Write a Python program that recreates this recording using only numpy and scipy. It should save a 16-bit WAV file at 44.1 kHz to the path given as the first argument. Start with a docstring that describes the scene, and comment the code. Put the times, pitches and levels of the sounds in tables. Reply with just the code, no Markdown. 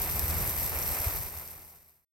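"""A pop-up sprinkler sprays a lawn: its sheet of water tears into a sputtering hiss, with a few sharper
spits. Thousands of small drop impacts merge into a patter on the grass, and three large drops tick nearby.
Behind them a far motor hums in harmonics and light wind bumps the two microphone ports.
The whole sound fades out over the last second."""
import sys
import numpy as np
from scipy.fft import rfft, irfft
from scipy.io import wavfile
from scipy.ndimage import map_coordinates

SR = 44100
rng = np.random.default_rng(int(sys.argv[2]) if len(sys.argv) > 2 else 0)


def store_wav(level_fs):
    """Save 16-bit WAV to argv[1]."""
    pcm = np.round(np.clip(np.atleast_2d(level_fs), -1, 1) * 32767)
    wavfile.write(sys.argv[1], SR, pcm.T.astype(np.int16))


N = 93668
T = np.arange(N) / SR
HZ = np.fft.rfftfreq(2 * N, 1 / SR)
SURGES_PER_S = 30  # pace of the slow swings in hiss and patter

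# Spectral density of the nozzle's hiss: frequency_hz, relative_db
HISS_SPECTRUM = [(1000, -31), (3300, -20), (4500, -16.5), (6000, -11.5), (7000, -19), (8000, -12.5),
                 (9500, -7), (11200, -9), (12500, 0.5), (14000, -2.5), (15700, -12.5)]
# Likeness of the spray at the two ports: frequency_hz, coherence
SPRAY_COHERENCE = [(150, .6), (400, 1), (1100, 0.82), (1700, 0.38), (2100, 0.7), (3200, 0.21), (3700, 0.7),
                   (4900, 0.83), (6500, 0.32), (6950, 0.26), (7500, 0.72), (14500, 0.86), (15700, .45)]


def nozzle_hiss():
    """Sheet breakup: the water tears in sub-millisecond bursts of noise that come in clumps."""
    # Strength of the spray: time_s, relative_db
    strength = [(0, -34), (.04, -36), (.075, -37.5), (.11, -33.5), (.16, -36), (.48, -34.5), (.62, -36.5),
                (.665, -34), (.72, -38.5), (.78, -35.5), (.84, -36), (.885, -33.5), (1.0, -35),
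                (1.04, -35.2), (1.1, -34.5)]
    tear_db = 3.5 * wobble(2200)
    sputter_db = 0.94 * wobble(220)
    surge_db = 0.93 * wobble(SURGES_PER_S)
    bursts = amp(tear_db + sputter_db + surge_db) * rng.standard_normal((2, N))
    return amp(curve(strength) + 3) * spread(bursts, HISS_SPECTRUM, SPRAY_COHERENCE)


def nozzle_spits():
    """Impulse response: each spit is a single snap with the spectrum of the hiss."""
    # Sharper spits of the nozzle: start_s, peak_db
    spits = [(.048, -15), (.098, -18), (0.195, -7), (0.27, -24), (.372, -23), (0.584, -16), (0.661, -18.5),
             (0.664, -17.5), (0.772, -20.5), (.788, -14.5), (0.864, -21), (0.8917, -13), (.988, -13.5),
             (1.160, -21.5)]
    impulses = np.zeros(N)
    for start_s, peak_db in spits:
        impulses[round(start_s * SR)] = amp(peak_db)
    response = minimum_phase(HISS_SPECTRUM)
    return filtered(impulses, response) / np.abs(irfft(response)).max()


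def grass_patter():
    """Shot noise: independent drop impacts of random strength overlap into a soft patter."""
    # Spectral density of drops landing on grass: frequency_hz, relative_db
    spectrum = [(100, -14.5), (250, -6), (400, -1.5), (750, -1), (1100, -3), (1600, -7), (2100, -4.5),
                (2600, -6.5), (3300, -17), (6000, -17.5), (15000, -32.5)]
    drops_per_s, scatter_db = 6000, 4
    landings = rng.random((2, N)) < drops_per_s / SR
    polarity = np.sign(rng.standard_normal((2, N)))
    impacts = landings * polarity * amp(scatter_db * rng.standard_normal((2, N)))
    level_db = -41.5 + 0.97 * wobble(SURGES_PER_S)
    return amp(level_db) * spread(impacts, spectrum, SPRAY_COHERENCE)


def drop_ticks():
    """Damped oscillation: each large drop rings for a few cycles."""
    # Large drops nearby: start_s, peak_db, pitch_hz
    drops = [(.4122, -28.5, 8800), (.8264, -25.5, 5820), (0.8305, -31.5, 5600)]
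    rise_s = .0003
    ticks = np.zeros(N)
    for start_s, peak_db, pitch_hz in drops:
        age = np.maximum(T - start_s, 0)
        envelope = age / rise_s * np.exp(1 - age / rise_s)
        ticks += amp(peak_db) * envelope * np.sin(2 * np.pi * pitch_hz * age)
    return ticks


def motor_hum():
    """Harmonic series: a far motor hums at whole multiples of one slightly wavering fundamental."""
    # Partials of the hum: harmonic_number, relative_db
    harmonics = [(1, -1), (2, -7.5), (3, -15.5), (4, -19), (5, -15.5)]
    # Strength of the hum: time_s, level_db
    strength = [(0, -46.5), (.14, -42), (.38, -40), (.55, -47), (.95, -50), (1.25, -52.5), (1.5, -44),
                (1.65, -42), (1.78, -45), (2.05, -41.5)]
    fundamental_hz = 79.38 + 0.406 * wobble(5.98)
    phase = 2 * np.pi * np.cumsum(fundamental_hz) / SR
    hum = np.zeros(N)
    for number, relative_db in harmonics:
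        gain = amp(relative_db + wobble(12))  # each partial swells by about 1 dB
        hum += gain * np.sin(number * phase + 2 * np.pi * rng.random())
    return np.sqrt(2) * amp(curve(strength)) * hum


def wind_rumble():
    """Incoherent pressure fluctuations: wind makes a lumpy rumble, mostly different at each port."""
    # Strength of the rumble: time_s, level_db
    strength = [(0, -39), (.075, -46), (.16, -39), (.24, -44), (.41, -38), (.53, -46), (.63, -38),
                (.70, -44), (.79, -47), (.84, -40), (.92, -41), (.96, -50), (1.08, -47), (1.18, -40),
                (1.3, -44), (1.5, -44), (2.05, -43)]
    # Spectral density of the rumble: frequency_hz, relative_db
    spectrum = [(10, -19), (25, -9.5), (50, -0.5), (75, -3), (110, -4), (180, -11), (300, -27),
                (1000, -55.5), (4000, -100)]
    # Likeness of the wind at the two ports: frequency_hz, coherence
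    coherence = [(25, .03), (100, .05)]
    lumps_db = 2 * np.array([wobble(25), wobble(25)])
    pressure = amp(lumps_db) * rng.standard_normal((2, N))
    return amp(curve(strength)) * spread(pressure, spectrum, coherence)


def wind_bumps():
    """Coherent pressure pulses: each bump of wind is a low Gaussian wave packet common to both ports."""
    # Bumps of wind: centre_s, peak_db, pitch_hz, half_length_s
    bumps = [(0.014, -35.5, 50, 0.016), (0.158, -28, 76, 0.016), (0.242, -26, 70.6, .011),
             (0.302, -32, 71, 0.019), (0.363, -31, 76, .014), (0.423, -36.5, 84, .011),
             (0.485, -28, 79, 0.0082), (0.543, -35, 70.6, 0.0056), (.591, -35.5, 68, .012),
             (.672, -32, 77.5, .011), (0.769, -32.5, 67, 0.017), (0.904, -40.5, 69.5, 0.016),
             (1.007, -31, 71, 0.0069), (1.074, -22, 75, 0.0086), (1.156, -34.5, 60, .011),
             (1.208, -37, 75, 0.0063), (1.261, -39, 60, 0.017), (1.369, -30.5, 77, 0.019)]
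    pressure = np.zeros(N)
    for centre_s, peak_db, pitch_hz, half_length_s in bumps:
        offset_s = T - centre_s
        envelope = np.exp(-(offset_s / half_length_s) ** 2)
        pressure -= amp(peak_db) * envelope * np.cos(2 * np.pi * pitch_hz * offset_s)
    return pressure


def at_ports(sound):
    """Phase and level differences: sound from the lawn meets the two ports unequally."""
    # Phase by which the left port leads: frequency_hz, lead_rad
    lead = [(300, 0.5), (1400, 0.06), (2000, -0.14), (3100, -2.5), (3500, -1), (5000, 0.13), (6000, -1.93),
            (6800, -1.5), (7200, 0.7), (8000, -0.24), (10000, -2.5), (11000, -3), (12000, -6),
            (14500, -9.5), (15700, -11.5)]
    # Level at the left port minus the right: frequency_hz, difference_db
    balance = [(60, -0.41), (92, 0.0), (140, 0.0), (210, 1.0), (330, 0.0), (500, 0.0), (770, -0.53),
               (1170, 1.7), (1790, 1.8), (2740, 2.2), (4190, -0.72), (6410, 0.064), (9810, 0.28),
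               (15000, 0.0)]
    half_difference = np.exp(1j * along(lead) / 2) * amp(along(balance) / 2)
    return filtered(sound, np.array([half_difference, 1 / half_difference]))


def amp(db):
    """Decibels to amplitude ratio."""
    return 10 ** (np.asarray(db) / 20)


def along(points):
    """Interpolation of (frequency_hz, value) points on a log frequency axis."""
    frequency_hz, values = np.transpose(points)
    return np.interp(np.log(HZ + 1), np.log(frequency_hz + 1), values)


def curve(points):
    """Linear interpolation of (time_s, value) points, one value per sample."""
    return np.interp(T, *np.transpose(points))


def wobble(knots_per_s):
    """Smooth random modulation: a spline through Gaussian knots."""
    return map_coordinates(rng.standard_normal(N), [T * knots_per_s + 2], mode="wrap")


def filtered(sound, response):
    """Convolution: the spectrum is multiplied by a frequency response."""
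    return irfft(rfft(sound, 2 * N) * response)[..., :N]


def minimum_phase(spectrum):
    """Causal response with the gain of the (frequency_hz, gain_db) points, by folding the cepstrum."""
    cepstrum = irfft(np.log(amp(along(spectrum))))
    return np.exp(rfft(np.r_[cepstrum[0], 2 * cepstrum[1:N]], 2 * N))


def spread(pair, spectrum, coherence):
    """Partial coherence: two independent signals mix into a coloured left and right of rms 1."""
    angle = np.arccos(np.clip(along(coherence), 0, 1)) / 2
    mid, side = filtered(pair, minimum_phase(spectrum) * [np.cos(angle), np.sin(angle)])
    stereo = np.array([mid + side, mid - side])
    return stereo / np.sqrt(np.mean(stereo ** 2) + 1e-20)


def scene():
    """Superposition: the sprinkler's water sounds add to the hum and the wind."""
    water = nozzle_hiss() + nozzle_spits() + grass_patter() + drop_ticks()
    return at_ports(water) + motor_hum() + wind_rumble() + wind_bumps()


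def record(dry):
    """Attenuation and band limiting: the sound fades out and loses its highest treble."""
    # Closing fade: time_s, gain_db
    fade = [(1.09, 0.5), (1.2, -4.5), (1.27, -5), (1.3, -9), (1.38, -8.5), (1.5, -13.5), (1.6, -16.5),
            (1.64, -18.5), (1.72, -21.5), (1.8, -25), (1.9, -31), (2, -39.5), (2.045, -44), (2.058, -83)]
    cutoff_hz = 15850
    return filtered(dry * amp(curve(fade)), HZ < cutoff_hz)


dry = scene()
out = record(dry)
store_wav(out)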